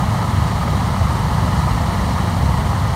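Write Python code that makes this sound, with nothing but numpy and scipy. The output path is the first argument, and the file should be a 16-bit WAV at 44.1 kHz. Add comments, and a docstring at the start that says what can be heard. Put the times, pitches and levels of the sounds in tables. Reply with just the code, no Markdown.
"""A low flame rumble with brief surges: a forced-air burner running flat out, heard from close by.
Flame, air roar and hiss are noise shaped by spectra in dB; slow curves and random flutter set their levels.
The air blast roars in the burner pot and hisses with a faint flutter.
The blower's motor adds a thin whine of sines, split by the mains supply into a cluster of lines."""
import sys
import numpy as np
from scipy import signal
from scipy.fft import rfft, irfft
from scipy.io import wavfile
from scipy.ndimage import uniform_filter1d

SR = 44100
rng = np.random.default_rng(int(sys.argv[2]) if len(sys.argv) > 2 else 0)


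def inscribe(sig):
    """Save sig as 16-bit PCM at rate SR to the path in sys.argv[1].

    A 1-D sig is mono; a 2-D sig holds one channel per row.
    Samples are clipped to [-1, 1] before scaling.
    """
    pcm = np.round(np.clip(np.atleast_2d(sig).T, -1, 1) * 32767)
    wavfile.write(sys.argv[1], SR, pcm.astype(np.int16))


N = 130095
T = np.arange(N) / SR  # s
FREQS = np.fft.rfftfreq(N, 1 / SR)  # Hz

# flame rumble colour: frequency_hz, relative_density_db
RUMBLE_COLOUR = [(15, -60), (25, -40), (32, -14), (40, -10), (52, -4.5), (68, -1), (88, -1), (115, -1.5),
                 (150, -4.5), (178, -4.5), (220, -11), (280, -18.5), (380, -26), (600, -41.5), (1500, -83)]
# level of the deepest rumble: time_s, gain_db
BILLOW_CURVE = [(0, -4), (.28, -9), (.38, -8), (.55, 3), (.72, -13), (.88, -1), (1.13, 0), (1.25, 1.5),
                (1.4, -2), (1.62, -7), (1.74, 11), (1.85, -3), (2.02, 5), (2.14, -5), (2.4, -2), (2.62, 4),
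                (2.77, -11), (2.95, 3)]
# flame surges and lulls: centre_s, width_s (full, where the dB gain is at 1/e), gain_db
FLAME_SURGES = [(.11, .06, 3.5), (.26, .1, -2.5), (.39, .11, 5.5), (.6, .14, -2.5), (.725, .06, 5.5),
                (.94, .06, -2.5), (1.033, .065, 7.5), (1.22, .08, -1.5), (1.42, .06, 4.5), (1.6, .12, 3),
                (1.98, .1, -1.5), (2.46, .12, 5.5), (2.69, .04, 3), (2.83, .09, 3.5)]
# level of the rumble above the core: time_s, gain_db
FRINGE_CURVE = [(0, 3.5), (.11, -1.5), (.22, 0), (.35, -1), (.57, -0.5), (.8, 1.5), (1.1, -1.5),
                (1.31, 1.5), (1.55, 1.5), (1.8, 0), (1.98, 1), (2.25, .5), (2.6, .5), (2.95, -4)]
# air blast in the pot: frequency_hz, relative_density_db
ROAR_COLOUR = [(150, -10), (380, -12.5), (470, -10.5), (600, -6), (700, -2), (760, -4.5), (820, -1),
               (930, -0.5), (1100, -2), (1280, -9), (1380, -10), (1550, -15), (1720, -12), (1920, -11),
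               (2250, -17), (2550, -25), (4000, -51)]
# resonances of pot and air pipe: centre_hz, width_hz, lift_db
PIPE_RESONANCES = [(423, 13, 5.5), (504, 29, 4), (1239, 33, 8), (1306, 14, 8.5)]
# level of roar and hiss: time_s, gain_db
AIR_CURVE = [(0, 0), (.5, 0), (1.1, -.1), (1.45, .5), (1.75, 0.5), (2.2, .5), (2.6, -0.43), (2.95, -0.5)]
# air jet hiss: frequency_hz, relative_density_db
HISS_COLOUR = [(1200, -35), (2300, -10.5), (2600, -6), (2920, 1.5), (3200, 1), (3550, -3), (3880, 0.5),
               (4300, -2.5), (4600, -2), (4880, -5.5), (5100, -5), (5700, -5.5), (7250, -7), (7600, -12),
               (8300, -6.5), (9200, -9.5), (9900, -10.5), (10450, -16.5), (11300, -12.5), (12600, -15.5),
               (14000, -16.5), (15700, -20.5)]
# blower whine fundamental: time_s, pitch_hz
WHINE_PITCH = [(0, 4248), (.5, 4248.5), (1.1, 4251), (1.5, 4255), (2.1, 4258), (2.95, 4259)]
# whine lines: harmonic_number, mains_sideband_number
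WHINE_LINES = [(1, -2), (1, -1), (1, 0), (1, 1), (1, 2), (1, 3), (2, -1), (2, 0), (3, 0)]
# rms level of each whine line: level_db
WHINE_LEVELS_DB = [-57, -54, -55, -55.5, -60.5, -56.5, -65, -60, -64]

RUMBLE_DB, ROAR_DB, HISS_DB = -18, -25, -37
BILLOW_TOP_HZ, CORE_TOP_HZ = 60, 142  # crossovers: deep | core | fringe
LEVELLING_S = .06  # averaging time for levelling each rumble band before its level curve
ROAR_FLUTTER_RMS_DB, ROAR_FLUTTER_HZ = 1.0, (8, 60.6)
HISS_FLUTTER_RMS_DB, HISS_FLUTTER_HZ = .42, (6, 120)
EDDY_RMS_DB, EDDY_S, EDDY_HZ = .9, .016, 700  # depth, duration, bandwidth
STFT_SIZE, STFT_HOP = 256, 64  # samples
MAINS_PULSE_HZ = 120
WHINE_WAVER_RMS_DB, WHINE_WAVER_HZ = 1.6, (.4, 3.3)
WHINE_SWELL_DB_PER_S = .5  # times harmonic number: upper lines come forward faster
LOW_CUT_HZ, BAND_EDGE_HZ = 34, 15720


def amp(db):
    """Decibels to gain."""
    return 10 ** (np.asarray(db) / 20)


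def unit(x):
    """Scales to rms 1."""
    return x / np.sqrt(np.mean(x ** 2) + 1e-20)


def spectrum(points):
    """Joins (Hz, dB) points on a log-frequency axis."""
    hz, db = np.transpose(points)
    return np.interp(np.log(FREQS + 1), np.log(hz), db)


def curve(points):
    """Joins (s, value) points in time."""
    return np.interp(T, *np.transpose(points))


def noise(colour_db):
    """Random noise of the given colour, rms 1."""
    return unit(irfft(rfft(rng.standard_normal(N)) * amp(colour_db), N))


def wander(low_hz, high_hz):
    """Random motion, rms 1, cut off below low_hz, rolled off around high_hz, stronger at the slow end."""
    slow_tilt = (FREQS > low_hz) / np.sqrt(FREQS + low_hz)
    weight = slow_tilt / (1 + (FREQS / high_hz) ** 2)
    return unit(irfft(rfft(rng.standard_normal(N)) * weight, N))


def below(x, hz):
    """The part of x under a steep crossover."""
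    return irfft(rfft(x) / (1 + (FREQS / hz) ** 10), N)


def levelled(x):
    """Flattens the short-term level of x, keeping its long-term level."""
    power = uniform_filter1d(x ** 2, size=max(int(LEVELLING_S * SR), 1))
    return np.std(x) * unit(x / np.sqrt(abs(power) + 1e-12))


def flame():
    """Turbulent combustion noise: billowing deep part, core with brief surges and lulls, upper fringe."""
    rumble = noise(spectrum(RUMBLE_COLOUR))
    deep = below(rumble, BILLOW_TOP_HZ)
    deep_and_core = below(rumble, CORE_TOP_HZ)
    core = deep_and_core - deep
    fringe = rumble - deep_and_core

    surge_db = np.zeros(N)
    for centre_s, width_s, gain_db in FLAME_SURGES:
        surge_db += gain_db * np.exp(-(2 * (T - centre_s) / width_s) ** 2)

    mix = levelled(deep) * amp(curve(BILLOW_CURVE))
    mix += levelled(core) * amp(surge_db)
    mix += levelled(fringe) * amp(curve(FRINGE_CURVE))
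    return amp(RUMBLE_DB) * mix


def roar():
    """Turbulent air blast, coloured by the resonances of the hollow pot and pipe."""
    ring_db = np.zeros(len(FREQS))
    for centre_hz, width_hz, lift_db in PIPE_RESONANCES:
        ring_db += lift_db / (1 + (2 * (FREQS - centre_hz) / width_hz) ** 2)
    flutter_db = ROAR_FLUTTER_RMS_DB * wander(*ROAR_FLUTTER_HZ)
    blast = noise(spectrum(ROAR_COLOUR) + ring_db)
    return blast * amp(ROAR_DB + curve(AIR_CURVE) + flutter_db)


def eddies(x):
    """Eddies in the jet: lifts and lowers small random patches of time and pitch."""
    overlap = STFT_SIZE - STFT_HOP
    z = signal.stft(x, nperseg=STFT_SIZE, noverlap=overlap)[2]
    patch_bins = max(round(EDDY_HZ * STFT_SIZE / SR), 1)
    patch_frames = max(round(EDDY_S * SR / STFT_HOP), 1)
    patches = uniform_filter1d(rng.standard_normal(z.shape), patch_bins, axis=0)
    patches = unit(uniform_filter1d(patches, patch_frames, axis=1))
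    grainy = signal.istft(z * amp(EDDY_RMS_DB * patches), nperseg=STFT_SIZE, noverlap=overlap)[1]
    return unit(grainy[:N])


def hiss():
    """Air jet noise, grainy with eddies and fluttering faintly."""
    flutter_db = HISS_FLUTTER_RMS_DB * wander(*HISS_FLUTTER_HZ)
    jet = eddies(noise(spectrum(HISS_COLOUR)))
    return jet * amp(HISS_DB + curve(AIR_CURVE) + flutter_db)


def whine():
    """Motor harmonics with mains sidebands, each line wavering in level."""
    turns = np.cumsum(curve(WHINE_PITCH)) / SR  # cycles of the fundamental
    out = np.zeros(N)
    for (harmonic, sideband), level_db in zip(WHINE_LINES, WHINE_LEVELS_DB):
        cycles = harmonic * turns + sideband * MAINS_PULSE_HZ * T + rng.random()
        drift_db = WHINE_WAVER_RMS_DB * wander(*WHINE_WAVER_HZ)
        drift_db += WHINE_SWELL_DB_PER_S * harmonic * T
        out += amp(level_db) * unit(np.sin(2 * np.pi * cycles) * amp(drift_db))
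    return out


def scene():
    """Flame, air and motor together, one channel."""
    return (flame() + roar() + hiss() + whine())[None]


def record(dry):
    """The microphone's low cut and the recorder's band limit."""
    low_cut = signal.butter(N=6, Wn=LOW_CUT_HZ, btype="high", fs=SR, output="sos")
    thinned = signal.sosfilt(low_cut, dry)
    taps = signal.firwin(801, BAND_EDGE_HZ, window=("kaiser", 9), fs=SR)
    return signal.oaconvolve(thinned, taps[None], "same")


dry = scene()
out = record(dry)
inscribe(out)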